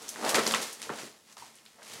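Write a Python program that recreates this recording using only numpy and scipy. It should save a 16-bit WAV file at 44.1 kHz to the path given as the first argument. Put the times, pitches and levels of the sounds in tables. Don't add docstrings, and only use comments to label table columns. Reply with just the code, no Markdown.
import sys
import numpy as np
from scipy import signal
from scipy.fft import rfft, irfft
from scipy.io import wavfile
from scipy.ndimage import uniform_filter1d

SR = 44100
rng = np.random.default_rng(int(sys.argv[2]) if len(sys.argv) > 2 else 0)


def master_out(mix):
    frames = np.transpose(np.atleast_2d(mix))
    ceiling = np.clip(frames, -1, 1)
    pcm = np.round(ceiling * 32767).astype(np.int16)
    wavfile.write(sys.argv[1], SR, pcm)


N = 88200
T = np.arange(N) / SR


def from_db(db):
    return 10 ** (np.asarray(db) / 20)


def unit(x):
    return x / np.sqrt(np.mean(x ** 2) + 1e-20)


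def coloured(x, points):
    hz, db = np.transpose(points)
    bins = np.fft.rfftfreq(N, 1 / SR) + 1
    eq = from_db(np.interp(np.log(bins), np.log(hz), db))
    return unit(irfft(rfft(x) * eq, N))


def fader(curve):
    return from_db(np.interp(T, *np.transpose(curve)))


def grains(per_s, flutter_db, spread_db=2, steady_s=0.015):
    clumps = np.interp(T, np.linspace(0, T[-1], 400), rng.standard_normal(400))
    sizes = from_db(spread_db * np.minimum(rng.exponential(1, N), 4) + flutter_db * clumps)
    clicks = sizes * rng.choice([-1, 1], N) * (rng.random(N) < per_s / SR)
    local_power = np.abs(uniform_filter1d(clicks ** 2, int(steady_s * SR) + 1))
    return clicks / np.sqrt(local_power + 1e-6)


def folds(rows, top_hz, give_s=0.00057, size=4096):
    out, t = np.zeros(N + size), T[:size]
    bins = np.fft.rfftfreq(size, 1 / SR) + 1
    rolloff = np.sqrt(1 + (bins / top_hz) ** 8)
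    attack = 1 - np.exp(-t / give_s)
    for start_s, db, hz, octaves, decay_ms in rows:
        peak = np.exp(-.5 * (np.log2(bins / hz) / octaves) ** 2)
        skirt = from_db(-15.5) * bins / (bins + hz / 2) / np.hypot(1, bins / 8000)
        phases = np.exp(2j * np.pi * rng.random(len(bins)))
        flurry = irfft((peak + skirt) / rolloff * phases, size)
        decay = np.exp(-t / (decay_ms * 1e-3))
        gain = from_db(db) * np.sqrt(np.mean(decay ** 2))
        start = int(start_s * SR)
        out[start:start + size] += gain * unit(flurry * decay * attack)
    rumble_cut = signal.butter(3, 160, "high", fs=SR, output="sos")
    return signal.sosfilt(rumble_cut, out[:N] + 1e-18)


# time in seconds, relative level in dB.
CRACKLE_RIDE = [(0, -48.5), (.05, -47), (.13, -48), (.21, -44), (.26, -37), (.31, -29), (.335, -45),
                (.37, -46), (.44, -35.5), (.52, -36.5), (.6, -38.5), (.64, -40.5), (.68, -41), (.75, -50),
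                (.78, -53), (.85, -44), (.89, -51), (.955, -45.5), (1.0, -42.5), (1.07, -48.5), (1.12, -58),
                (1.24, -64), (1.29, -56), (1.33, -55), (1.355, -88), (1.39, -49.5), (1.46, -52),
                (1.52, -60), (1.57, -57), (1.62, -63.5), (1.69, -60.5), (1.8, -61.5), (1.86, -48.5),
                (1.93, -44.5), (2, -49)]
# frequency in Hz, relative level in dB.
FOIL_EQ = [(300, -28), (900, -2), (2000, 2.5), (3500, 2), (6000, 2.5), (8000, -0.5), (10500, -3.5),
           (12500, -11.5), (16000, -17)]
def foil_crackle():
    creases = grains(per_s=1800, flutter_db=1.5)
    return from_db(-3) * fader(CRACKLE_RIDE) * coloured(creases, FOIL_EQ)


# time in seconds, relative level in dB.
RUB_RIDE = [(0, -51.5), (.04, -48), (.11, -53), (.19, -41), (.24, -37), (.28, -41), (.33, -29), (.39, -29),
            (.44, -39.5), (.5, -33), (.58, -36), (.68, -48), (.76, -57), (.86, -47), (.93, -54),
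            (1.02, -49), (1.08, -63), (1.13, -60), (1.22, -71.5), (1.3, -58.5), (1.35, -67.5), (1.42, -55),
            (1.55, -65), (1.74, -63), (1.85, -56), (1.95, -49), (2, -49.5)]
# frequency in Hz, relative level in dB.
SLEEVE_EQ = [(30, -38), (55, -48), (90, -16), (140, -12), (215, 1), (300, -2.5), (450, -1), (750, -1.5),
             (1300, -4), (2200, -26), (4000, -29), (10000, -61)]
def sleeve_rub():
    slips = grains(per_s=1500, flutter_db=-2.3)
    return from_db(-5.5) * fader(RUB_RIDE) * coloured(slips, SLEEVE_EQ)


# frequency in Hz, relative level in dB.
ROOM_EQ = [(25, -25), (100, 2.5), (250, 1), (1000, -8.5), (4000, -14.5), (10000, -8), (16000, -16)]
def room_tone():
    return from_db(-68.5) * coloured(rng.standard_normal(N), ROOM_EQ)


# start in seconds, level in dB, centre in Hz, width in octaves, decay in ms.
PLEAT_SNAPS = [(.021, -44, 6000, 1.4, 4), (.0818, -33.5, 5400, 0.47, 1.9), (.0895, -27.5, 8350, 0.97, 3.2),
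               (.139, -57, 2000, 1.4, 2), (.2485, -30, 5470, 0.77, 2.9), (.283, -48, 4000, 1.3, 2.3),
               (.2915, -22, 5300, 1.7, 4.3), (.3012, -27.5, 6040, 1.4, 1.5), (.3438, -19, 4150, 0.77, 3),
               (.3515, -24.5, 5000, 1.3, 5.8), (.3555, -19, 3280, 1.23, 4.2), (.390, -29, 4500, 1.05, 8.3),
               (.4665, -15.5, 5100, 0.14, 1.1), (.4758, -19.5, 5440, 0.96, 1.7),
               (.5103, -20.5, 2720, 0.98, 1.26), (.520, -28, 5500, 1.2, 3.3),
               (.5387, -15.5, 3000, 0.22, 1.1), (.5468, -17.5, 5940, 0.49, 0.78),
               (.616, -33.5, 5800, 1.1, 12), (.626, -34.5, 6100, 1, 12), (.727, -37.5, 8360, 0.75, 8.2),
               (.797, -45, 4000, 1.6, 4.5), (.8175, -29, 4170, 1.3, 1.2), (.827, -34.5, 4200, 0.83, 4),
               (.986, -38, 2000, 1.4, 2), (1.002, -48, 5000, 1, 1.7), (1.317, -53, 6000, 1, 1.5),
               (1.325, -48, 6200, 0.42, 4.6), (1.368, -43.5, 4100, 0.84, 2.7), (1.379, -45.5, 4900, 2.5, 7),
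               (1.498, -62, 4860, 1.3, 1.8), (1.554, -49.5, 9200, 0.44, 3.8),
               (1.586, -48, 3500, 0.37, 0.92), (1.653, -48, 3420, 2, 1.7), (1.6615, -43, 2800, 0.59, 2),
               (1.829, -44.5, 5500, 0.88, 3.1), (1.934, -39.5, 4000, 4.8, 4.5)]
def pleat_snaps():
    return folds(PLEAT_SNAPS, top_hz=10800)


# start in seconds, level in dB, centre in Hz, width in octaves, decay in ms.
BUCKLE_POPS = [(.159, -34, 1390, 0.44, 2), (.191, -40.5, 544, 0.27, 2.8), (.213, -42, 500, 0.69, 6.4),
               (.224, -33.5, 640, 0.67, 22), (.2415, -26.5, 480, 0.79, 13), (.262, -25.5, 730, 0.22, 9.5),
               (.277, -26.5, 684, 0.41, 3.4), (.3475, -16, 690, 1.4, 1.9), (.359, -24, 473, 0.26, 6.5),
               (.371, -22.5, 1300, 1.3, 3), (.3805, -21.5, 510, 0.52, 7.2), (.3845, -23.5, 1390, 0.47, 2.4),
               (.3915, -27, 1500, 0.32, 4), (.464, -23.5, 690, 1.1, 1.9), (.476, -24.5, 440, 0.41, 3.2),
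               (.539, -20.5, 1110, 0.22, 3), (.547, -24.5, 1570, .5, 5), (.582, -44, 490, 2.1, 2.2),
               (.8932, -26.5, 1070, 0.68, 2), (.9025, -37.5, 1890, 0.74, 2.6), (.898, -30.5, 272, 1.2, 10),
               (.922, -51, 900, 0.85, 2.5), (.929, -36.5, 696, 0.52, 8), (.984, -39.5, 400, 2.9, 10),
               (1.031, -39, 302, 0.72, 7.2), (1.073, -46, 400, 0.93, 4), (1.3685, -44, 960, .35, 5),
               (1.785, -54.5, 573, 1, 28), (1.819, -49, 1150, 0.65, 8.2)]
def duct_buckles():
    return folds(BUCKLE_POPS, top_hz=3060)


# peak time in seconds, level in dB, half length in seconds.
WALL_SWELLS = [(0.41, -56, 0.018), (0.905, -57, 0.028), (1.026, -65.5, 0.058), (1.422, -68.5, 0.037),
               (1.948, -60, 0.033)]
# frequency in Hz, relative level in dB.
WALL_EQ = [(50, -32), (85, -3.5), (135, 4), (220, -4), (600, -58)]
def tent_wall_heaves():
    swell = sum(from_db(db) * np.exp(-((T - peak_s) / half_s) ** 2) for peak_s, db, half_s in WALL_SWELLS)
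    return swell * coloured(rng.standard_normal(N), WALL_EQ)


def hoop_ping(start_s=1.4225, hz=949, rise_s=0.0017, decay_s=0.0042):
    t = np.maximum(T - start_s, 0)
    envelope = np.exp(-t / decay_s) * (1 - np.exp(-t / rise_s))
    return from_db(-31) * np.sin(2 * np.pi * hz * t) * envelope


def tent_echoes(x, bands=19, roof_s=0.0044, smear_s=0.009, tail_start_s=0.0045):
    out, bins = x, np.fft.rfftfreq(2 * N, 1 / SR) + 1
    centres_hz = np.geomspace(80, 15000, bands)
    t60s = np.geomspace(0.33, 0.25, bands)
    spectrum = rfft(x, 2 * N)
    phases = np.exp(2j * np.pi * rng.random(len(bins)))
    roof = from_db(-9) * unit((T > roof_s) * np.exp(-np.abs(T - roof_s) / smear_s))
    for solo, t60 in zip(np.eye(bands), t60s):
        band = np.interp(np.log(bins), np.log(centres_hz), solo)
        power = irfft(spectrum * np.sqrt(band))[:N] ** 2
        tail = from_db(-3.5) * unit(from_db(-60 * T / t60) * (T > tail_start_s))
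        echo_power = np.abs(signal.fftconvolve(power, (roof ** 2 + tail ** 2) / N)[:N])
        wash = unit(irfft(phases * band)[:N]) * np.sqrt(2 / 3)
        out = out + wash * np.sqrt(echo_power)
    return out


# frequency in Hz, gain in dB, time to fall 60 dB in seconds.
DUCT_MODES = [(221.5, 6.5, .35), (414.6, 1, 0.3), (457.6, 0, 0.11), (537, -3, 0.24), (625, -9, 0.49),
              (643, -20, 0.3), (807, -10, 0.26), (925, -9.5, 0.29), (1078, -13, 0.067), (1310, -8, 0.16),
              (1301, -16, 0.28), (1807, -3.5, 0.067), (1937, -1, 0.2), (2142, -1.5, 0.14)]
def duct_ring(x):
    out = x
    for hz, db, t60 in DUCT_MODES:
        radius = from_db(-60 / (t60 * SR))
        drive = (1 - radius ** 2) / 2
        feedback = [1, -2 * radius * np.cos(2 * np.pi * hz / SR), radius ** 2]
        out = out + from_db(db) * signal.lfilter([drive, 0, -drive], feedback, x + 1e-18)
    return out


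def scene():
    handling = foil_crackle() + sleeve_rub() + pleat_snaps() + duct_buckles() + hoop_ping()
    room = room_tone()
    return (duct_ring(tent_echoes(handling)) + tent_wall_heaves() + room)[None]


def record(dry):
    return signal.sosfilt(signal.ellip(12, .1, 80, 15800, fs=SR, output="sos"), dry)


dry = scene()
out = record(dry)
master_out(out)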